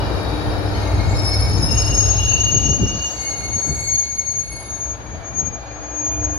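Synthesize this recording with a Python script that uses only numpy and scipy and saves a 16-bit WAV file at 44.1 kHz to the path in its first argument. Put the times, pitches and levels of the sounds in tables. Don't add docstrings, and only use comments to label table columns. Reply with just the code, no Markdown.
import sys
import numpy as np
from scipy import signal
from scipy.fft import rfft, irfft, next_fast_len
from scipy.io import wavfile
from scipy.ndimage import uniform_filter1d, minimum_filter1d, map_coordinates

SR = 44100
rng = np.random.default_rng(int(sys.argv[2]) if len(sys.argv) > 2 else 0)


def dump_mix(stems):
    frames = np.atleast_2d(stems).T
    limited = np.clip(frames, -1, 1)
    pcm = np.round(limited * 32767).astype(np.int16)
    wavfile.write(sys.argv[1], SR, pcm)


N = 281358
STEP = 16

# t/s, speed/(m/s)
SPEED = [(0, 3.1), (2, 2.19), (4, 1.097), (5.2, 0.507), (6.38, 0.28)]
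# t/s, level/dB
SQUEAL_FLOOR = [(0.6, -58), (0.85, -59), (1.15, -52), (1.69, -38), (1.74, -30.5), (2.3, -21.5), (3.4, -29),
                (4.38, -26), (4.55, -36), (5.02, -40.5), (5.22, -46), (5.78, -36), (6.0, -26), (6.38, -26)]
# peak t/s, length/s, level/dB
SQUEAL_SURGES = [(1.78, 0.12, -24), (1.99, 0.16, -18.5), (2.09, 0.29, -20.5), (2.35, 0.22, -18.5),
                 (2.46, 0.21, -27), (2.57, 0.038, -14), (2.68, 0.19, -16.5), (3.06, 0.15, -25.5),
                 (3.27, 0.19, -23.5), (3.62, 0.24, -20), (3.91, 0.095, -17), (3.985, 0.14, -14.5),
                 (4.19, 0.028, -16.5), (4.29, 0.068, -18.5), (4.39, 0.1, -20.5), (4.73, 0.1, -26),
                 (4.83, 0.09, -22.5), (4.91, 0.09, -25.5), (5.13, 0.12, -35.5), (5.28, 0.097, -29),
                 (5.39, 0.095, -19.5), (5.47, 0.069, -25.5), (5.55, 0.05, -26), (6.08, 0.26, -21),
                 (6.25, 0.027, -17.5)]
# level/dB of harmonics 1, 2, ...
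PURE, CLEAR, PIERCING = [0], [0, -9], [0, -18]
HOLLOW, REEDY, BRIGHT = [-0.5, -15.5, -32, -28], [-2.5, -4.5, -7, -21.5, -22.5], [0.5, -1, 1.5, -18.5, -8.5]
# end of growth t/s, hold/s, f/Hz, glide/Hz, level/dB, sag/dB, timbre
SHORT_SQUEALS = [(1.71, 0.05, 2765, 0, -36, 2, PURE), (1.79, 0.1, 2844, -8, -34.5, -3, HOLLOW),
                 (1.98, .17, 2840, -2, -36.5, 1, HOLLOW), (2.03, .08, 2760, -35, -42, 0, PURE),
                 (2.22, 0.28, 2826, 12, -25, 1.5, HOLLOW), (2.28, 0.06, 2740, 2, -32.5, 0, PURE),
                 (2.57, .13, 2850, -4, -28.5, 0, CLEAR), (2.83, .24, 2842, -4, -31, 1, CLEAR),
                 (3.22, 0.34, 2842, -4, -43, 4, HOLLOW), (3.04, 0.22, 7330, -35, -41, 1, PIERCING),
                 (3.63, 0.27, 7350, 28, -41, -3, PIERCING), (4.2, .25, 10650, 2.5, -56, -6, PURE),
                 (4.52, 0.13, 10645, -5, -39, 1, PURE), (5.61, .2, 4272, -8, -54, 4, PURE)]
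# (t/s, f/Hz, level/dB)
LONG_SQUEALS = [(CLEAR, 1, 20, [(0, 5270, -50), (1.13, 5275, -48), (1.18, 5285, -32), (1.26, 5290, -22.5),
                (1.5, 5298, -24.5), (1.73, 5312, -25), (2.14, 5330, -31.5), (2.38, 5345, -49),
                (3, 5345, -90)]), (REEDY, 4, 15, [(0.6, 2170, -90), (0.74, 2165, -44), (0.83, 2147, -38),
                (1.0, 2160, -38), (1.27, 2195, -32.5), (1.5, 2220, -36), (1.62, 2245, -46),
                (2.2, 2250, -90)]), (BRIGHT, 6, 18, [(3.08, 2190, -90), (3.17, 2182, -44),
                (3.25, 2174, -37), (3.42, 2172, -38), (3.65, 2188, -38.5), (3.87, 2199, -35),
                (4.08, 2206, -41), (4.38, 2196, -42), (4.57, 2189, -42), (4.8, 2178, -53),
                (5.3, 2178, -80)]), (CLEAR, 2, 45, [(4.5, 2320, -90), (4.75, 2315, -55), (5.2, 2315, -50),
                (5.45, 2372, -49.5), (5.68, 2385, -48.5), (5.92, 2425, -47.5), (6.15, 2425, -47),
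                (6.38, 2455, -49)])]
# t/s, length/s, f/Hz, rise/Hz, level/dB
PAD_SQUEAKS = [(0.737, 0.16, 3040, -5, -43.5), (1.043, 0.35, 7280, -16, -43.5),
               (1.667, 0.54, 8060, 19, -50.5), (1.743, 0.59, 4570, 57, -39.5),
               (2.225, 0.77, 4480, 134, -42), (2.85, 0.42, 4500, -41, -42.5), (3.018, 0.34, 6240, -61, -42),
               (3.093, 0.33, 4640, 30, -43), (3.643, 0.25, 4550, 9, -47), (4.544, 0.28, 4770, -24, -51),
               (4.623, .3, 3680, 21, -53), (2.102, 0.58, 3920, -11, -43)]
# frequency ratio, width/Hz, relative level/dB
DISC_MODES = [(.615, 129.7, -6), (1, 170, -2), (1.141, 209.3, -7.5), (1.236, 211, -7)]
# t/s, level/dB
FIRING_LEVEL = [(0, -25), (1.3, -21.5), (1.9, -19.5), (2.85, -27), (3.1, -36), (3.75, -33), (4.25, -39),
                (4.75, -36), (5.95, -37.5), (6.2, -27.5)]
# shaft order, relative level/dB
EXHAUST_ORDERS = [(2, -37), (3, 5), (4, -10.5), (6, -6.5), (7, -14.5), (9, -17.5)]
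# t/s, level/dB
HUM_LEVEL = [(0, -32), (0.4, -28.5), (1.8, -33), (2.4, -43), (3.2, -42), (4.2, -53), (4.85, -44.5),
             (5.58, -51), (5.7, -40), (5.95, -34), (6.38, -30)]
# f/Hz, level at entry speed/dB, level at rest/dB
FAN_TONES = [(353.5, -22, -21), (467, -20, -15.5), (666, -25.5, -7), (839, -27, -16), (911, -16.5, -15),
             (1653, -29.5, -13.5), (1817, -23.5, -16.5)]
# t/s, level/dB
RUNNING_LEVEL = [(0, -26.5), (0.8, -28), (1.9, -31.5), (2.4, -36), (3.75, -39.5), (4.05, -44.5),
                 (4.45, -46), (4.6, -41), (6.38, -37.5)]
# f/Hz, level/dB
WHEEL_SPECTRUM = [(70, -17), (130, -6), (260, -9.5), (380, -8.5), (650, -10), (900, -12), (1050, -17.5),
                  (1400, -16), (2000, -24.5), (3200, -37.5), (5000, -70)]
CLATTER_SPECTRUM = [(80, -29), (150, -19), (260, -11.5), (400, -10), (665, -4.5), (900, -8.5), (1110, -11),
                    (1610, -12), (2040, -17.5), (3500, -23.5), (5500, -31), (8000, -77), (10500, -57),
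                    (13000, -58), (15500, -59)]
RUMBLE_SPECTRUM = [(20, -26), (36, 8.5), (58, 14), (80, 19.5), (115, 17.5), (160, -1.5), (260, -56)]
WIND_SPECTRUM = [(20, -38), (40, -0.5), (70, 6), (130, 0.5), (220, -4.5), (380, -12), (600, -24),
                 (1500, -48.5), (6000, -100)]
# f/Hz, level/dB
HISS_SPECTRUM = [(1200, -48), (2500, 5), (5000, 1.5), (7000, -5), (8500, -20.5), (10500, 0.5), (12000, -8),
                 (13000, -25), (15500, -12.5)]
# peak t/s, length/s, level/dB
WIND_GUSTS = [(0.965, 0.068, -31), (1.08, 0.25, -31), (1.58, 0.35, -27), (1.74, 0.1, -34),
              (1.96, 0.075, -27), (2.55, 0.076, -30.5), (2.69, 0.12, -26.5), (2.825, 0.13, -22.5),
              (2.95, 0.1, -30.5), (3.46, 0.21, -35.5), (3.57, 0.058, -37), (3.71, 0.11, -29),
              (3.83, 0.043, -42), (3.96, 0.055, -41), (4.55, 0.059, -41), (4.72, 0.19, -54),
              (5.11, 0.23, -39), (5.43, 0.29, -36)]
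# t/s, level/dB
BREEZE_LEVEL = [(0.8, -57), (1.5, -43.5), (2.7, -32), (3.1, -52), (4.4, -46.5), (6.38, -69)]
# peak t/s, length/s, f/Hz, level/dB
EDDY_BLOWS = [(0.944, .025, 88.9, -9.5), (2.565, 0.019, 106.3, -15), (2.717, 0.014, 110, -14),
              (2.799, .022, 250, -21), (2.836, 0.0094, 340.7, -17.5), (2.842, 0.022, 105, -12),
              (3.705, 0.028, 128.8, -22)]
# f/Hz, correlation
EAR_CORRELATION = [(60, 0.96), (130, 0.13), (290, 0.55), (640, 0.58), (1400, -0.21), (3000, -0.19),
                   (15000, -0.39)]
# f/Hz, level/dB
LEFT_BIAS = [(60, 2), (180, 3.5), (380, 6.5), (1300, 5.5), (2400, -1), (4400, 6), (6600, 4.5),
             (10000, -0.5)]
# f/Hz, side level/dB
SIDE_GAIN = [(7000, -1), (8700, 7), (9700, -6), (10400, -19.5), (11500, -18), (12900, 9.5), (15000, 0)]


def squeal(pitch_hz, gain, partials_db, echo_db, lead, shimmer_hz=14):
    speed, = curves(SPEED)
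    phase = turning(pitch_hz + 2 * speed * wobble(300))
    mach = speed / 343
    spread_hz = 2.7 * pitch_hz * mach + shimmer_hz
    rasp = 1 + .025 * speed * wobble(420)
    tone = sum(amp(db) * echoing(k * phase, np.sqrt(k) * spread_hz, echo_db, k * lead, far_db=-19)
               for k, db in enumerate(partials_db, 1))
    chatter = amp(speed * wobble(40))
    return gain * chatter * rasp * tone


def lasting_squeal():
    speed, = curves(SPEED)
    floor_db, = curves(SQUEAL_FLOOR)
    surges = swells(SQUEAL_SURGES) * amp([[0.85], [-0.85]])
    gain = np.hypot(amp(floor_db), surges)
    return squeal(6531 + 6 * speed, gain, partials_db=[-1, -48], echo_db=-9 + 3 * speed[::STEP], lead=-2.05)


def long_squeals():
    out = np.zeros((2, N))
    for partials, echo_db, shimmer_hz, course in LONG_SQUEALS:
        pitch_hz, level_db = curves(course)
        out += squeal(pitch_hz, amp(level_db), partials, echo_db, lead=1.15, shimmer_hz=shimmer_hz)
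    return out


def squeal_course(start, hold, hz, glide_hz, db, sag_db):
    growth_db_per_s, decay_db_per_s = 325, 81
    t = np.arange(N) / SR - start
    progress = np.clip(t / hold, 0, 1)
    fade_db = growth_db_per_s * np.maximum(-t, 0) + decay_db_per_s * np.maximum(t - hold, 0)
    return hz + glide_hz * progress, amp(db - sag_db * progress - fade_db)


def short_squeals():
    return sum(squeal(*squeal_course(*row), partials, echo_db=13.5, lead=2.3)
               for *row, partials in SHORT_SQUEALS)


def squeaks():
    t, out = np.arange(N) / SR, np.zeros((2, N))
    for start, length, hz, rise_hz, db in PAD_SQUEAKS:
        progress = np.clip((t - start) / length, 0, 1)
        swell = np.sin(np.pi * np.sqrt(progress))
        phase = turning(hz + rise_hz * progress)
        out += amp(db) * swell * echoing(phase, spread_hz=90, echo_db=34, lead=1.8)
    return out


def discs():
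    gain = amp(-38) * speed_share() ** 1.56
    pitch_hz = 3828 + 34.73 * wobble(3)
    return gain * sum(amp(db) * echoing(turning(ratio * pitch_hz), width_hz, echo_db=29)
                      for ratio, width_hz, db in DISC_MODES)


def engine(shaft):
    firing_db, = curves(FIRING_LEVEL)
    exhaust = sum(amp(db) * echoing(order * shaft, spread_hz=15, echo_db=2, lead=0.55)
                  for order, db in EXHAUST_ORDERS)
    rumble = amp(1) * rush(RUMBLE_SPECTRUM, patchy_db=2)
    boom_db = -24.5 + 1.76 * (firing_db + 22)
    boom = amp(boom_db) * echoing(5 * shaft, spread_hz=10, echo_db=-9, lead=.8)
    return amp(firing_db - 5.5) * (exhaust + rumble) + boom


def generator():
    hum_db, = curves(HUM_LEVEL)
    fuzz = amp(-9.5) * echoing(turning(295), spread_hz=87.7, echo_db=14)
    tone = echoing(turning(301), spread_hz=9, echo_db=-9, lead=0.87)
    return amp(hum_db - 4.5) * (tone + fuzz)


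def fans():
    running_db, = curves(RUNNING_LEVEL)
    share = speed_share()
    return sum(amp(running_db + rest_db + share * (moving_db - rest_db))
               * echoing(turning(hz), spread_hz=7, echo_db=0.5) for hz, moving_db, rest_db in FAN_TONES)


def running_noise(shaft):
    running_db, = curves(RUNNING_LEVEL)
    share = speed_share()
    roar = rush(WHEEL_SPECTRUM, patchy_db=0.5)
    knocks = unit(amp(0.29 * np.cos(2 * shaft) + 1.27 * wobble(60)))
    clatter = knocks * rush(CLATTER_SPECTRUM, patchy_db=1.5)
    return amp(running_db) * (np.sqrt(share) * roar + np.sqrt(1 - share) * clatter)


def hiss():
    sliding = amp(-44.5) * speed_share() ** 0.99
    squeal_power = sum(squeal_course(*row)[1] ** 2 for *row, _ in SHORT_SQUEALS)
    gripping = amp(-19) * np.sqrt(squeal_power)
    return np.hypot(sliding, gripping) * rush(HISS_SPECTRUM, patchy_db=3.5)


def wind():
    breeze_db, = curves(BREEZE_LEVEL)
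    gain = amp(4.5) * (swells(WIND_GUSTS) + amp(breeze_db))
    lumps = unit(amp(1.8 * wobble(70)))
    return gain * lumps * rush(WIND_SPECTRUM, patchy_db=-1)


def thumps():
    return sum(swells([(peak, length, db)]) * np.sin(turning(hz)) for peak, length, hz, db in EDDY_BLOWS)


def echoing(phase, spread_hz, echo_db, lead=0, far_db=-13):
    scatter = lambda rate: unit(drift(rate) + 1j * drift(rate))
    echoes = np.array([unit(scatter(spread_hz) + amp(far_db) * scatter(3.5 * spread_hz)) for _ in range(2)])
    direct = np.exp([[.5j * lead], [-.5j * lead]])
    field = (direct + amp(echo_db) * echoes) * np.sqrt(2 / (1 + amp(echo_db) ** 2))
    cos, sin = np.cos(phase), np.sin(phase)
    return np.array([per_sample(ear.real) * cos - per_sample(ear.imag) * sin for ear in field])


def rush(spectrum, patchy_db):
    bins = signal.stft(rng.standard_normal((2, N)), nperseg=1024)[2]
    patches = uniform_filter1d(rng.standard_normal(bins.shape[1:]), size=3, axis=0)
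    patches = uniform_filter1d(patches, size=16, axis=1)
    pair = signal.istft(bins * amp(patchy_db * unit(patches)), nperseg=1024)[1][:, :N]
    angle = lambda hz: np.arccos(along(EAR_CORRELATION, hz)) / 2
    mid, side = filtered(pair, lambda hz: amp(along(spectrum, hz)) * [np.cos(angle(hz)), np.sin(angle(hz))])
    return np.array([mid + side, mid - side]) / np.std(mid)


def speed_share():
    speed, = curves(SPEED)
    return speed / speed.max()


def swells(rows):
    t = np.arange(N) / SR
    return sum(amp(db) * np.exp(-2 * np.pi * ((t - peak) / length) ** 2) for peak, length, db in rows)


def amp(db):
    return 10 ** (np.asarray(db) / 20)


def unit(x):
    return x / np.sqrt(np.mean(np.abs(x) ** 2) + 1e-20)


def along(points, hz):
    freqs, values = np.transpose(points)
    return np.interp(np.log(hz + 1), np.log(freqs + 1), values)


def curves(rows):
    times, *columns = np.transpose(rows)
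    return [np.interp(np.arange(N) / SR, times, column) for column in columns]


def drift(rate):
    place = np.cumsum(np.abs(np.broadcast_to(rate, N)[::STEP])) * STEP / SR
    return map_coordinates(rng.standard_normal(8192), [place], mode="mirror")


def per_sample(slow):
    return np.interp(np.arange(N), np.arange(0, N, STEP), slow)


def wobble(rate):
    return per_sample(drift(rate))


def turning(hz):
    return 2 * np.pi * np.cumsum(hz * np.ones(N)) / SR + rng.uniform(0, 2 * np.pi)


def filtered(x, response):
    size = next_fast_len(N + SR // 2)
    return irfft(rfft(x, size) * response(np.fft.rfftfreq(size, 1 / SR)), size)[..., :N]


def scene():
    shaft = turning(hz=19.7 + 0.1187 * wobble(2.043))
    machinery = engine(shaft) + generator() + fans() + running_noise(shaft)
    brakes = hiss() + discs() + lasting_squeal() + long_squeals() + short_squeals() + squeaks()
    lean = lambda hz: amp(np.array([along(LEFT_BIAS, hz), -along(LEFT_BIAS, hz)]) / 2)
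    return filtered(brakes + machinery + wind() + thumps(), lean)


def record(dry):
    bass_hz, top_hz, ceiling, limiter_s = 18, 15800, .88, .02
    mid = (dry[0] + dry[1]) / 2
    side = filtered((dry[0] - dry[1]) / 2, lambda hz: amp(along(SIDE_GAIN, hz)))
    pair = filtered(np.array([mid + side, mid - side]), lambda hz: hz ** 2 / (hz ** 2 + bass_hz ** 2))
    safe_gain = ceiling / np.maximum(np.abs(pair).max(axis=0), ceiling)
    window = int(limiter_s * SR)
    gain = uniform_filter1d(minimum_filter1d(safe_gain, window), window)
    return filtered(gain * pair, lambda hz: hz < top_hz)


dry = scene()
out = record(dry)
dump_mix(out)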